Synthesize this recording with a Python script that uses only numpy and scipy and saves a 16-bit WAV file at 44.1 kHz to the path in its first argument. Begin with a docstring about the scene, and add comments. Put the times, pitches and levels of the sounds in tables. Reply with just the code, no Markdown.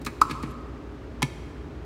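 """Coffee pod out of its holder

A small kitchen, one microphone close to the coffee machine. A hand works a pod loose: the plastic holder
clicks, the lid cracks, and the pod comes free with a hollow pop, scraping and bumping the housing on its
way out. A second later it is set down on the counter. The room rings briefly; behind it all are a low
mains hum and the rush of an appliance."""
import sys
import numpy as np
from scipy import signal
from scipy.fft import rfft, irfft, next_fast_len
from scipy.io import wavfile
from scipy.ndimage import map_coordinates

SR = 44100
rng = np.random.default_rng(int(sys.argv[2]) if len(sys.argv) > 2 else 0)


def unload_audio(sound):
    """Save the sound as a 16-bit wav file, at the path given as the first command line argument."""
    columns = np.transpose(np.atleast_2d(sound))
    # keep every value between -1 and 1, then stretch to whole-number steps
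    steps = np.round(np.clip(columns, -1, 1) * 32767)
    wavfile.write(sys.argv[1], SR, steps.astype(np.int16))


N = 81585

# modes of the machine's housing: pitch_hz, level_db, t60_s
HOUSING_MODES = [(137, -7.5, 0.36), (165, -5, 0.098), (236, 4, 0.093), (308.4, 1.5, 0.14),
                 (460, -1.5, 0.04)]


def pop():
    """As the pod comes free, the hollow cup and the holder's cavity swell and ring."""
    # cavity modes: pitch_hz, level_db, t60_s
    cavity_modes = [(460, -32, .03), (860, -23, .06), (1073, 8, .0141), (1248, 2.5, .03),
                    (1324, -.5, .0236), (1398, 8, .0063), (1470, -23, .06)]
    t = since(0.2156)
    return ring(cavity_modes, t) * swell(t, rise_s=0.0033)


def lid_crack():
    """The pod's lid cracks sharply as it lets go, just ahead of the pop."""
    # cracks: start_s, burst_db, ring_db, thump_db, rise_s, t60_s, burst_db_per_oct, ring_db_per_oct
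    cracks = [(0.2132, -28.5, -42, -74, 0.00033, 0.045, 2, 0),
              (0.2153, -19.5, -31.5, -34, 0.0002, 0.027, 0, 0)]
    # spectrum of a crack: frequency_hz, level_db
    crack_colour = [(300, 6.5), (700, 0.5), (1700, 3.5), (2500, 3), (3100, -16), (4000, 0), (6500, -4),
                    (8500, -8), (11000, -12.5), (15500, -22)]
    # lid modes: pitch_hz, level_db, t60_s
    lid_modes = [(3890, 1, .028), (4215, -4, .02), (4790, -1, .026), (5400, -2, .026), (6250, -5, .022),
                 (7950, -6, .02)]
    return impacts(cracks, crack_colour, lid_modes, HOUSING_MODES, thump_rise_s=0.0033)


def holder_clicks():
    """Plastic snaps ring the holder's shell and bump the housing as the pod is worked out."""
    # contacts: start_s, burst_db, ring_db, thump_db, rise_s, t60_s, burst_db_per_oct, ring_db_per_oct
    contacts = [(0.0149, -46.5, -48.5, -44, .001, 0.047, 8, -0.5),
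                (0.0482, -36, -76, -71, .0008, 0.043, 9, -5), (0.0618, -29, -51, -63, 0.0018, 0.055, 7, 8),
                (0.0660, -31.5, -28, -33, 0.00067, 0.094, -13, 1),
                (0.2945, -37.5, -27, -36.5, .003, 0.16, 0, -8),
                (0.3095, -25, -28.5, -30, 0.0019, 0.033, 3, 0), (0.4262, -40, -48, -45, .002, 0.05, 8, -2),
                (0.4330, -37.5, -31, -28, 0.00079, 0.071, -4, -10)]
    # spectrum of a plastic snap: frequency_hz, level_db
    snap_colour = [(300, -25), (1500, 5), (2400, 11), (3000, 1.5), (4000, 3), (5500, -3.5), (8000, -9),
                   (11000, -16.5), (15500, -27)]
    # shell modes: pitch_hz, level_db, t60_s
    shell_modes = [(880, -9, .05), (1090, -3, .06), (1238, 0, .06), (1680, -8, .08), (2223, -8, .06),
                   (2350, -8, .05), (2519, -9, .07), (3914, -6, .03), (4409, -13, .04)]
    return impacts(contacts, snap_colour, shell_modes, HOUSING_MODES, thump_rise_s=0.0028)


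def pod_landing():
    """The cup clacks down, edge first, then flat, and the counter thumps under it."""
    # landings: start_s, burst_db, ring_db, thump_db, rise_s, t60_s, burst_db_per_oct, ring_db_per_oct
    landings = [(1.2202, -23.5, -24, -58, 0.00055, 0.036, 0, -12),
                (1.2271, -13.5, -26.5, -11, 0.00051, 0.018, 0, 4)]
    # spectrum of the clack: frequency_hz, level_db
    clack_colour = [(150, -19), (550, -26), (950, 4.5), (1400, 1), (2200, 1), (3300, 0), (4900, -6.5),
                    (6000, -4.5), (9500, -10), (15500, -23)]
    # modes of the cup, and of the counter for the lowest two (835, 1000 Hz): pitch_hz, level_db, t60_s
    cup_and_counter_modes = [(835, -1, .035), (1000, -2, .04), (1745, -7, .07), (2030, 3, .018), (2222, -1, .05),
                             (2450, 3, .016), (3150, 3, .011), (3330, -6, .022), (3800, -9, .035), (4016, -11, .04),
                             (4550, -6, .012), (5717, -16, .035)]
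    # counter modes: pitch_hz, level_db, t60_s
    counter_modes = [(128, -5, .07), (144, 0, .09), (255, -3, .05), (290, -8, .06), (375, -9, .04),
                     (546, -16, .05)]
    return impacts(landings, clack_colour, cup_and_counter_modes, counter_modes, thump_rise_s=0.0054)


def pod_slide():
    """The pod rubs unevenly along the holder's rim and slips free with a faint, high squeak."""
    # course of the rubbing: time_s, level_db
    rub_levels = [(.23, -72), (.26, -58), (.34, -55), (.39, -60), (.455, -61), (.475, -56), (.492, -61),
                  (.52, -54), (.53, -70), (.58, -90)]
    # spectrum of rubbed plastic: frequency_hz, level_db
    rub_colour = [(400, -19), (1500, -8.5), (2600, 4), (5000, -14), (8000, -9), (11500, -19), (15500, -30)]
    squeak_s, width_s, squeak_hz, width_hz = 0.512, 0.009, 11600, 450
    t = since(0)
    rub_db = np.interp(t, *np.transpose(rub_levels)) + 1.5 * wobble(rate_hz=126.6)
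    rub = amp(rub_db) * noise(rub_colour)
    squeak = filtered(rng.standard_normal(N), lambda hz: np.exp(-((hz - squeak_hz) / width_hz) ** 2))
    squeak_envelope = np.exp(-((t - squeak_s) / width_s) ** 2)
    return rub + amp(-64) * unit(squeak) * squeak_envelope


def appliance():
    """In the background an appliance hums, wavering slightly, over its steady rush of air."""
    # hum tones: pitch_hz, rms_db
    hum_tones = [(59.6, -45.5), (296, -55), (361, -57.5), (414.5, -53), (549, -61.5), (630, -64)]
    # spectrum of the rush: frequency_hz, relative_db
    rush_colour = [(20, -61), (35, -22), (55, 3.5), (80, 1.5), (105, -2.5), (135, -1), (190, -10),
                   (245, -2.5), (320, -4.5), (420, -9), (600, -17.5), (1260, -20), (2500, -29.5),
                   (5500, -41), (8000, -47.5), (11000, -55.5), (15500, -58)]
    t = since(0)
    hum = np.zeros(N)
    for hz, db in hum_tones:
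        peak = np.sqrt(2) * amp(db + 0.8 * wobble(rate_hz=5.7))
        phase = 2 * np.pi * (hz * t + rng.random())
        drift_rad = 0.25 * wobble(rate_hz=4.55)
        hum += peak * np.sin(phase + drift_rad)
    return hum + amp(-40) * noise(rush_colour)


def kitchen(direct, tail_db):
    """The direct sound reaches the microphone, then reflections off counter and cupboards and a tail."""
    # decay of the room: frequency_hz, t60_s
    room_decay = [(150, 4.8), (500, -0.04), (1200, 1.59), (4000, 1.31), (9000, 1), (15000, 1)]
    # spectrum of its tail: frequency_hz, relative_db
    room_colour = [(150, 0), (600, 8.5), (1200, -2), (3000, 1), (8500, 1.5), (11500, -1.5), (15000, 1)]
    early_db, early_t60_s, delay_s = -16.5, 0.13, 0.008
    t = since(delay_s)
    hz, frame_s, bands = signal.stft(rng.standard_normal(N), SR, nperseg=256)
    bands = bands * fade(frame_s, along(room_decay, hz)[:, None])
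    bands *= amp(along(room_colour, hz))[:, None]
    tail = signal.istft(bands, SR, nperseg=256)[1][:N] * (t > 0)
    early = rng.standard_normal(N) * fade(t, early_t60_s) * (t > 0)
    response = amp(tail_db) * tail / np.linalg.norm(tail) + amp(early_db) * early / np.linalg.norm(early)
    return direct + signal.fftconvolve(direct, response)[:N]


def impacts(contacts, colour, light_modes, heavy_modes, thump_rise_s):
    """Each contact is a burst of noise, the ring of a light part and the slower thump of a heavy one."""
    out = np.zeros(N)
    for start_s, burst_db, ring_db, thump_db, rise_s, t60_s, burst_tilt, ring_tilt in contacts:
        t = since(start_s)
        burst = amp(burst_db) * noise(colour, burst_tilt) * fade(t, t60_s)
        ringing = amp(ring_db) * ring(light_modes, t, ring_tilt, scatter_db=0.7)
        thump = amp(thump_db) * ring(heavy_modes, t, scatter_db=0.7)
        out += (burst + ringing) * swell(t, rise_s) + thump * swell(t, thump_rise_s)
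    return out


def ring(modes, t, db_per_oct=0, scatter_db=0):
    """Damped modes of alternating sign, their levels tilted about 1 kHz and scattered at random."""
    out = np.zeros(N)
    for k, (hz, db, t60_s) in enumerate(modes):
        level_db = db + db_per_oct * np.log2(hz / 1000) + scatter_db * rng.standard_normal()
        out += (-1) ** k * amp(level_db) * fade(t, t60_s) * np.sin(2 * np.pi * hz * t)
    return out


def noise(colour, db_per_oct=0):
    """Coloured noise of rms 1, tilted above 1 kHz."""
    def response(hz):
        return amp(along(colour, hz) + db_per_oct * np.log2(np.maximum(hz, 1000)))
    return unit(filtered(rng.standard_normal(N), response))


def wobble(rate_hz):
    """A smooth random curve through rate_hz points a second."""
    return map_coordinates(rng.standard_normal(256), [np.arange(N) * rate_hz / SR], mode="wrap")


def filtered(x, response):
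    """x shaped by a gain that depends on frequency."""
    size = next_fast_len(N + SR // 2)
    return irfft(rfft(x, size) * response(np.fft.rfftfreq(size, 1 / SR)), size)[:N]


def along(points, hz):
    """(frequency_hz, value) points read on a log axis."""
    point_hz, values = np.transpose(points)
    return np.interp(np.log(hz + 1), np.log(point_hz + 1), values)


def since(start_s):
    """Seconds since start_s, zero before it."""
    return np.maximum(np.arange(N) / SR - start_s, 0)


def swell(t, rise_s):
    """Exponential rise from 0 to 1."""
    return 1 - np.exp(-t / rise_s)


def fade(t, t60_s):
    """Decay by 60 dB every t60_s."""
    return np.exp(-np.log(1000) * t / t60_s)


def amp(db):
    """Decibels to gain."""
    return 10 ** (np.asarray(db) / 20)


def unit(x):
    """x at rms 1."""
    return x / np.sqrt(np.mean(x ** 2) + 1e-20)


def scene():
    """The pod close by in the kitchen, the appliance behind it, in mono."""
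    handling = kitchen(holder_clicks() + pod_slide(), tail_db=-13.5)
    release = kitchen(lid_crack() + pop(), tail_db=-13.5)
    set_down = kitchen(pod_landing(), tail_db=-16.5)
    return (handling + release + set_down + appliance())[None]


def record(dry):
    """The recorder cuts off steeply above its band limit."""
    top_hz = 15900
    return np.array([filtered(x, lambda hz: 1 / np.sqrt(1 + (hz / top_hz) ** 160)) for x in dry])


dry = scene()
out = record(dry)
unload_audio(out)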